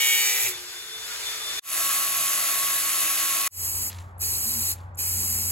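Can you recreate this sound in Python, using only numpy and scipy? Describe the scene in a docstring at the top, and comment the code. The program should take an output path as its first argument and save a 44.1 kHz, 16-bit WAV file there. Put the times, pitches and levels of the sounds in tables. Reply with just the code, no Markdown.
"""A home workshop, heard in three scenes joined by short fades through a small two-port recorder.
A cut-off disc parts a steel tube, its periodic impacts sounding harmonics of the rotation, then spins
free with a rush of air and a gear whine. A second grinder strips a bracket, whose modes ring under the
random impacts of grit. An aerosol can gives three bursts of turbulent jet noise while a machine hums
across the room."""
import sys
import numpy as np
from scipy import signal
from scipy.fft import rfft, irfft, next_fast_len
from scipy.io import wavfile
from scipy.ndimage import uniform_filter1d

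SR = 44100
rng = np.random.default_rng(int(sys.argv[2]) if len(sys.argv) > 2 else 0)


def persist_wave(psi):
    """Save psi, clipped to +-1, as 16-bit WAV."""
    counts = np.round(np.clip(psi, -1, 1) * 32767).astype(np.int16)
    wavfile.write(sys.argv[1], SR, np.atleast_2d(counts).T)


N = 242991
T = np.arange(N) / SR
FFT = next_fast_len(N, True)
BINS_HZ = np.arange(FFT // 2 + 1) * SR / FFT + 1e-3

# Speed of the disc under load: (time [s], rotation rate [Hz])
DISC_SPEED = [(0, 124.5), (.25, 124.1), (.315, 123.7), (.335, 125.1), (.39, 125.3), (.42, 124.2),
              (.5, 124.9), (.53, 122.2), (.6, 121.5)]
# Strength of the cut: (time [s], clatter level [dB], grit level [dB])
CUT_LEVELS = [(0, -23, -29), (.106, -22, -27.5), (.28, -23.5, -30.5), (.37, -26, -30), (.44, -31, -27),
              (.468, -26.5, -33), (.49, -33.5, -30), (.54, -41, -66)]
# Prominent harmonics of the rotation at three stages of the cut, in relative levels:
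# (harmonic number, deep in the wall [dB], half through [dB], nearly through [dB])
TUBE_HARMONICS = [(3, -27, -25, -19), (4, -27, -24, -17), (6, -31, -25, -22), (7, -22, -21, -19),
                  (10, -24, -20, -18), (15, -9, -12, -8), (16, -20, -9, -7), (17, -11, -14, -9),
                  (18, 2, -7, -8), (19, -6, 0, -2), (20, -12, -16, -15), (21, -21, -13, -6),
                  (23, -4, -10, -13), (24, -4, -8, -11), (26, -6, -24, -13), (27, -19, -26, -12),
                  (28, -16, -20, -17), (29, -13, -14, -12), (30, -7, -8, -9), (32, -17, -13, -14),
                  (35, -13, -16, -18), (36, -11, -2, -14), (44, -18, -13, -18), (47, -18, 0, -12),
                  (49, -13, -16, -11), (55, -9, -18, -13), (57, -10, -7, -10)]
# Envelope about which the other harmonics scatter: (frequency [Hz], relative level [dB])
HARMONIC_BED = [(120, -40), (700, -46), (1500, -31.5), (2500, -24), (4000, -25), (5000, -27), (6500, -14),
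                (8300, -18)]
# Abrasion noise of the cut: (frequency [Hz], relative spectral density [dB])
CUT_SPECTRUM = [(60, -19), (200, -31), (500, -23), (1100, -15.5), (1600, -12), (2200, -5.5), (2700, -5.5),
                (3500, -8), (4800, -10.5), (5800, -3), (7500, -1), (10000, -2.5), (12000, 1), (15500, -6)]

def cutting_disc():
    """Periodic forcing: the uneven rim drives the tube at harmonics of the rotation, amid abrasion noise."""
    (turn_hz,), (clatter_db, grit_db) = curves(DISC_SPEED), curves(CUT_LEVELS)
    contact = np.clip((.6 - T) / .071, 0, 1)
    n = np.count_nonzero(contact)
    stages_s = [.13, .27, .41]
    others = np.setdiff1d(np.arange(1, 68), np.array(TUBE_HARMONICS)[:, 0])
    bed_db = spectrum_db(HARMONIC_BED, others * turn_hz[0]) + 5.5 * rng.standard_normal((3, len(others)))
    bed_db[2] += .5
    flutter_depth = np.interp(T[:n], stages_s, [.3, .25, .9])  # the ringing breaks up near the end
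    clatter = np.zeros(n)
    for harmonic, *stage_db in [*TUBE_HARMONICS, *zip(others, *bed_db)]:
        partial = tone(harmonic * turn_hz[:n], wobble_db=2.5, rate=21.5, drift=.5)
        flutter = 1 + flutter_depth * walk(150, n)
        clatter += undb(np.interp(T[:n], stages_s, stage_db)) * partial * flutter
    clatter = np.pad(clatter / np.sqrt(np.mean(clatter ** 2)), (0, N - n))
    rush = colour(grit(turn_hz, depth=.37, grain_db=1.2), CUT_SPECTRUM, 5100, 11500)
    return contact * undb(grit_db) * rush, contact * undb(clatter_db) * clatter


def grit(turn_hz, depth, grain_db):
    """Amplitude modulation: abrasive grains of uneven size bite hardest at the high spot of each turn."""
    bite = 1 + depth * np.cos(2 * np.pi * np.cumsum(turn_hz) / SR)
    return bite * rng.standard_normal(N) * undb(grain_db * walk(1500) + walk(20))


# Modes of the parting tube:
# (onset [s], frequency [Hz], downward glide [Hz/s], level of the decay at onset [dB], 60 dB decay [s])
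TUBE_MODES = [(.415, 108, 40, -28, .2), (.452, 379, 170, -18.5, .18), (.52, 364, 70, -45, .8),
              (.43, 625, 0, -27, .14)]

def parting_tube():
    """Damped free vibration: as the tube comes apart its modes swell and decay, most sinking in pitch."""
    ring = np.zeros(N)
    for onset, hz, glide, db, t60 in TUBE_MODES:
        age = np.clip(T - onset, 0, None)
        attack = (1 - np.exp(-age / .04)) ** 2
        ring += attack * undb(db - 60 * age / t60) * np.sin(2 * np.pi * (hz - glide * age / 2) * age)
    return ring


# Cooling air of the tool as it is turned in the hand: (time [s], level [dB])
AIR_LEVELS = [(.56, -39.5), (.63, -40), (.8, -40), (.86, -40.5), (.95, -40.5), (1.09, -37.5), (1.18, -36.5),
              (1.266, -34), (1.384, -35.5), (1.47, -34.5), (1.6, -34)]
# Colour of that air: (frequency [Hz], relative spectral density [dB])
AIR_SPECTRUM = [(40, -9.5), (70, -5.5), (200, -21), (400, -10.5), (800, -8.5), (1400, -2), (2300, 0),
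                (3200, -2), (4200, 1), (5500, -0.5), (7500, -1), (9500, -3.5), (12000, -4.5), (14000, -11),
                (15500, -15.5)]
# Hollow note in the air, sinking as the tool is lowered: (time [s], frequency [Hz], level [dB])
HOLLOW_NOTE = [(.95, 1515, -60), (1.1, 1437, -51), (1.3, 1319, -62), (1.45, 1184, -48), (1.58, 1092, -61)]
# Tones of the motor: (frequency [Hz], initial level [dB], wobble [dB])
MOTOR_TONES = [(443.4, -60, 5), (358, -65, 9), (6900, -64, 1)]
# Whine of the gears: (time [s], level [dB])
GEAR_LEVELS = [(.46, -52), (.55, -38), (.626, -57), (.69, -46), (.72, -52), (.77, -41), (.878, -45),
               (.96, -36), (.99, -43), (1.06, -40), (1.085, -60), (1.11, -45), (1.15, -41), (1.18, -62),
               (1.225, -40), (1.246, -43), (1.272, -31.5), (1.39, -45), (1.42, -38), (1.494, -33),
               (1.55, -41), (1.59, -31)]

def spinning_tool():
    """Rotating-machine noise: turbulent cooling air is broadband, while motor and gears are tonal."""
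    (air_db,), (gear_db,) = curves(AIR_LEVELS), curves(GEAR_LEVELS)
    hollow_hz, hollow_db = curves(HOLLOW_NOTE)
    air = undb(air_db + walk(11.6)) * colour(rng.standard_normal(N), AIR_SPECTRUM, 890, 16000)
    air += undb(hollow_db) * tone(hollow_hz, wobble_db=6.3, rate=250, drift=1)
    motor = sum(undb(db) * tone(hz, wobble_db, rate=10) for hz, db, wobble_db in MOTOR_TONES)
    motor *= undb((air_db - air_db[0]) / 2)  # louder as the tool turns towards the ports
    whine = undb(gear_db) * tone(hz=3542, wobble_db=.7, rate=25, drift=.5)
    return air, motor + whine


# Modes of the bracket, the last row a broad band from the grinder's gears: (frequency [Hz], bandwidth [Hz],
# relative level [dB])
BRACKET_MODES = [(628, 4.3, -31.5), (685, 32, -23), (770, 50, -26.5), (1105, 38, -15.5), (1230, 21, -18.5),
                 (1322, 15, -15), (1420, 15, -35), (1657, 60, -19.5), (1990, 120, -18), (2486, 18, -19),
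                 (2620, 54, -19.5), (2860, 12, -24), (2900, 19, -25), (3560, 20, -25), (3700, 97, -20.5),
                 (4320, 70, -19), (11500, 2500, -24)]
# Abrasion noise on the bracket: (frequency [Hz], relative spectral density [dB])
STRIP_SPECTRUM = [(40, -19.5), (100, -25), (220, -24.5), (345, -14), (520, -19.5), (650, -15.5), (900, -15),
                  (1300, -8.5), (2500, -3), (3700, -4.5), (4400, -3.5), (5200, -6), (6500, 0), (8200, 2),
                  (9800, 1), (11500, 5), (13800, -5.5), (15500, -7)]
# Harmonics of the rotation that stand out: (harmonic number)
STRIP_HARMONICS = [1, 2, 7]
# Their strengths, in the same order: (relative level [dB])
STRIP_HARMONIC_LEVELS = [-21.5, -18.5, 0]

def stripping_grinder():
    """Resonance under random forcing: grit rings the bracket and a broad gear band, over rotation harmonics and
    mains hum."""
    turn_hz = 159.1 - .8 * (T - SCENE_TIMES[1][0])  # the load slowly drags the speed down
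    grains = grit(turn_hz, depth=.042, grain_db=2.6)
    ring = sum(undb(db) * band(grains, hz, width) * np.sqrt(SR / width) / 4
               for hz, width, db in BRACKET_MODES)
    rush = colour(grains, STRIP_SPECTRUM, 1460, 11400)
    harmonics = sum(undb(db) * tone(harmonic * turn_hz, wobble_db=5.5, rate=30, drift=2)
                    for harmonic, db in zip(STRIP_HARMONICS, STRIP_HARMONIC_LEVELS))
    mains = undb(-65) * tone(hz=99.6, wobble_db=2, rate=6, drift=.3)
    return undb(-26) * (rush + ring), undb(-41.5) * harmonics + mains


# Presses of the nozzle: (opening time [s], closing time [s], hiss level [dB], coarse hiss level [dB])
PRESSES = [(3.45, 3.907, -28, -51.5), (4.194, 4.746, -26.5, -43), (4.969, 5.7, -26.5, -48)]
# Hiss of the jet: (frequency [Hz], relative spectral density [dB])
JET_SPECTRUM = [(1500, -22.5), (2500, -13.5), (3100, -14.5), (3500, -22), (4500, -9.5), (5400, -6),
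                (6000, -7), (6800, -3), (8200, 0), (9500, -15), (10500, -3.5), (11300, 1.5), (12500, 1.5),
                (13800, -11), (15200, -6)]

def aerosol_jet():
    """Turbulent jet noise: gas hisses through the nozzle, and liquid spits as the valve opens."""
    turbulence = rng.standard_normal(N) * undb(.99 * walk(830) + walk(30))
    hiss = colour(turbulence, [(300, -34), (900, -20), *JET_SPECTRUM], 5500, 13240)
    wash_spectrum = [(100, 1), (250, 7.5), (400, 12), (700, -15), (1500, -26)]
    wash = undb(-28.5) * colour(rng.standard_normal(N), wash_spectrum, 170, 490)
    sputter = undb(6.5 * (walk(60) + walk(470)))
    coarse = narrowband(turbulence * sputter, hz=4270, width_hz=1080)
    spit = narrowband(turbulence, hz=2500, width_hz=350)
    open_s, leak_s, close_s, spit_t60_s = .009, .013, .031, .26
    leak_share = undb(-11)  # gas leaks first, the full jet follows
    jet = np.zeros(N)
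    for opens, shuts, hiss_db, coarse_db in PRESSES:
        age = T - opens
        leak = leak_share * np.clip(age / open_s, 0, 1) ** 1.2
        full_flow = (1 - leak_share) * np.clip((age - leak_s) / open_s, 0, 1) ** 1.2
        valve = (leak + full_flow) * np.clip((shuts - T) / close_s, 0, 1) ** .86
        spit_db = -49 - 60 * np.abs(age) / spit_t60_s
        jet += valve * (undb(hiss_db) * (hiss + wash) + undb(coarse_db) * coarse + undb(spit_db) * spit)
    return jet


# Sweeps of the jet over a frame: (midpoint [s], duration [s], frequency [Hz], level at midpoint [dB])
JET_SWEEPS = [(3.85, 0.16, 214, -53), (4.5, .36, 226.7, -48), (5.312, 0.43, 207, -46.5)]

def frame_rumble():
    """Jet impingement: a low band of noise swells and fades as the jet sweeps over the frame."""
    rumble = np.zeros(N)
    for middle, duration, hz, db in JET_SWEEPS:
        swell = np.cos(np.pi * np.clip((T - middle) / duration, -.5, .5))
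        rumble += undb(db) * swell * narrowband(rng.standard_normal(N), hz, width_hz=29)
    return rumble


# Fizz after the valve shuts: (onset [s], level [dB], 60 dB decay [s])
FIZZ_DECAYS = [(3.9, -48, .36), (4.74, -56, .28)]
# Colour of the fizz: (frequency [Hz], relative spectral density [dB])
FIZZ_SPECTRUM = [(1000, -8), (1900, 2), (2700, 0), (3900, 0), (5200, -6), (6200, -6), (7200, -1),
                 (11000, -5), (15000, -12)]

def nozzle_fizz():
    """Effervescence: the wet nozzle fizzes out after the first two presses."""
    fizz = colour(rng.standard_normal(N) * undb(3.5 * walk(200)), FIZZ_SPECTRUM, 1500, 17000)
    return fizz * sum((T > onset) * undb(db - 60 * (np.abs(T - onset) / t60) ** 1.8)
                      for onset, db, t60 in FIZZ_DECAYS)


# Ticks of the valve: (time [s], nominal level [dB], centre frequency [Hz], bandwidth [Hz])
VALVE_TICKS = [(3.9, -43, 2800, 5000), (3.917, -46, 4000, 7000), (3.927, -42, 3000, 6000),
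               (3.945, -48, 3700, 2500), (3.985, -43, 3800, 7000), (4.005, -56, 7300, 2000),
               (4.025, -59, 6500, 4000), (4.178, -57, 8200, 1200), (4.182, -49, 11200, 2000),
               (4.191, -43, 12000, 2000), (4.802, -56, 4000, 1200), (4.946, -52, 7300, 700),
               (4.954, -52, 10700, 2500)]

def valve_ticks():
    """Transient excitation: each tick is a brief noise burst through a broad resonance."""
    age, rise_s = T[:SR // 20], .0016
    envelope = age / rise_s * np.exp(1 - age / rise_s)
    ticks = np.zeros(N)
    for onset, db, hz, width in VALVE_TICKS:
        burst = envelope * rng.standard_normal(len(age))
        tick = band(band(burst, hz, width), hz, width) * np.sqrt(SR / width)
        at = int(onset * SR)
        ticks[at:at + len(age)] += undb(db) * tick
    return ticks


# Hum of the machine across the room: (time [s], level [dB])
HUM_LEVELS = [(3.66, -40), (3.88, -43), (4.01, -37), (4.14, -44), (4.23, -40), (4.45, -50), (4.6, -39),
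              (4.78, -42), (5.05, -41.5), (5.2, -39.5), (5.33, -40.5), (5.51, -39)]
# Its steady noise: (frequency [Hz], relative spectral density [dB])
MACHINE_SPECTRUM = [(30, -34), (62, 5.5), (100, -4.5), (135, -11), (165, -13.5), (300, -23), (600, -17.5),
                    (1000, -13), (1500, -20), (2200, -30), (3000, -43), (5000, -50), (10000, -63)]

def distant_machine():
    """A spectral line on a continuum: a wavering hum stands over dull, steady machine noise."""
    (hum_db,) = curves(HUM_LEVELS)
    hum = undb(hum_db) * tone(hz=90.3, wobble_db=3.3, rate=14, drift=.66)
    return undb(-47.5) * colour(rng.standard_normal(N), MACHINE_SPECTRUM, 40, 2000), hum


# Decay of the workshop: (frequency [Hz], reverberation time [s])
REVERB_TIMES = [(300, 0.66), (3000, 0.04), (8000, 0.11), (14000, 0.061)]

def room(x):
    """Diffuse field: the energy in each band decays exponentially and reaches the ports in random phase."""
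    hz, times, cells = signal.stft(x, SR, nperseg=1024, noverlap=768)
    retained = undb(-120 * (times[1] - times[0]) / np.interp(hz, *np.transpose(REVERB_TIMES)))
    energy = np.abs(cells) ** 2 * (1 - retained[:, None])
    for i in range(1, len(times)):
        energy[:, i] += retained * energy[:, i - 1]
    shape = (2,) + cells.shape
    common, apart = rng.standard_normal(shape) + 1j * rng.standard_normal(shape)
    apart_share = .5 / (1 + (380 / (hz[:, None] + 1)) ** 2)  # long waves are alike at both ports
    ports = np.sqrt(1 - apart_share) * common + np.sqrt(apart_share) * np.array([apart, -apart])
    wet = signal.istft(ports * np.sqrt(2 * energy), SR, nperseg=1024, noverlap=768)[1]
    return np.pad(wet, ((0, 0), (500, 0)))[:, :N]


def place(noise, tones, lead_s, pan_db, wet_db):
    """Path difference: direct sound reaches the left port first; only the noise is reverberated."""
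    direct = noise + tones
    left = irfft(rfft(direct, FFT) * np.exp(2j * np.pi * BINS_HZ * lead_s), FFT)[:N]
    return np.array([left * undb(pan_db / 2), direct * undb(-pan_db / 2)]) + undb(wet_db) * room(noise)


def undb(db):
    """Decibel law: the amplitude ratio for a level."""
    return 10 ** (np.asarray(db) / 20)


def curves(table):
    """Linear interpolation in time: each later column of a table at every sample."""
    times, *columns = np.transpose(table)
    return [np.interp(T, times, column) for column in columns]


def spectrum_db(table, hz):
    """Interpolation in log frequency: the level of a spectrum at hz."""
    table_hz, db = np.transpose(table)
    return np.interp(np.log(hz), np.log(table_hz), db)


def colour(x, table, lo_hz, hi_hz):
    """Spectral shaping: x filtered by a table, with rms 1 between lo_hz and hi_hz."""
    spectrum = rfft(x, FFT) * undb(spectrum_db(table, BINS_HZ))
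    inside = (BINS_HZ > lo_hz) & (BINS_HZ < hi_hz)
    return irfft(spectrum, FFT)[:N] * FFT / np.sqrt(2 * np.sum(np.abs(spectrum[inside]) ** 2))


def band(x, hz, width_hz):
    """Second-order resonance with gain 1 at its centre."""
    return signal.lfilter(*signal.iirpeak(hz, hz / width_hz, SR), x)


def narrowband(x, hz, width_hz):
    """Cascaded resonance: x filtered twice and scaled to rms 1."""
    x = band(band(x, hz, width_hz), hz, width_hz)
    return x / np.std(x)


def walk(rate, size=N):
    """Low-pass fluctuation: random values held for 1 / rate seconds and smoothed twice."""
    hold = int(SR / rate)
    steps = np.repeat(rng.standard_normal(size // hold + 1), hold)
    return .61 * uniform_filter1d(uniform_filter1d(steps, hold), hold)[:size]


def tone(hz, wobble_db, rate, drift=.27):
    """Random modulation: a sine of rms near 1 wanders in level and in phase (drift, in radians)."""
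    if np.isscalar(hz):
        hz = np.full(N, float(hz))
    phase = 2 * np.pi * (np.cumsum(hz) / SR + rng.random()) + drift * walk(rate, len(hz))
    return np.sqrt(2) * undb(wobble_db * walk(rate, len(hz))) * np.sin(phase)


# The cutting, stripping and spraying scenes: (start [s], end [s], fade-in [s])
SCENE_TIMES = [(0, 1.595, .001), (1.61, 3.478, .19), (3.49, 6, .19)]

def scene():
    """Superposition: the sources add at the two ports in three scenes, each faded in and cut off."""
    rush, clatter = cutting_disc()
    cutting = place(rush, clatter + parting_tube(), lead_s=70e-6, pan_db=.5, wet_db=-1.4)
    cutting += place(*spinning_tool(), lead_s=85e-6, pan_db=2.7, wet_db=.019)
    stripping = place(*stripping_grinder(), lead_s=50e-6, pan_db=.85, wet_db=-5)
    spraying = place(aerosol_jet(), frame_rumble(), lead_s=100e-6, pan_db=.42, wet_db=-13)  # close by
    spraying += place(*distant_machine(), lead_s=260e-6, pan_db=.68, wet_db=-.42)
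    spraying += nozzle_fizz() + valve_ticks()
    mix = np.zeros((2, N))
    for (start, end, fade), sound in zip(SCENE_TIMES, (cutting, stripping, spraying)):
        rise = np.sin(np.pi / 2 * np.clip((T - start) / fade, 0, 1)) ** 2
        fall = np.where(T < end, 1, undb(-29.5 - 960 * np.clip(T - end, 0, 1)))
        mix += rise * fall * sound
    return mix


def record(dry):
    """Band limiting and crossover: in the treble the right port feeds both channels, the left one late."""
    bottom_hz, crossover_hz, top_hz = 45.6, 6300, 15820
    lag_s, in_phase_hz = .00022, 6726
    left, right = rfft(dry, FFT, axis=1) / np.sqrt(1 + (bottom_hz / BINS_HZ) ** 6)
    treble_share = .95 / (1 + (crossover_hz / BINS_HZ) ** 30)
    delay = np.exp(-2j * np.pi * (BINS_HZ - in_phase_hz) * lag_s)
    left = np.sqrt(1 - treble_share) * left + np.sqrt(treble_share) * right * delay
    lowpass = signal.ellip(12, .3, 70, top_hz, fs=SR, output="sos")
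    return signal.sosfilt(lowpass, irfft(np.array([left, right]), FFT, axis=1)[:, :N])


dry = scene()
out = record(dry)
persist_wave(out)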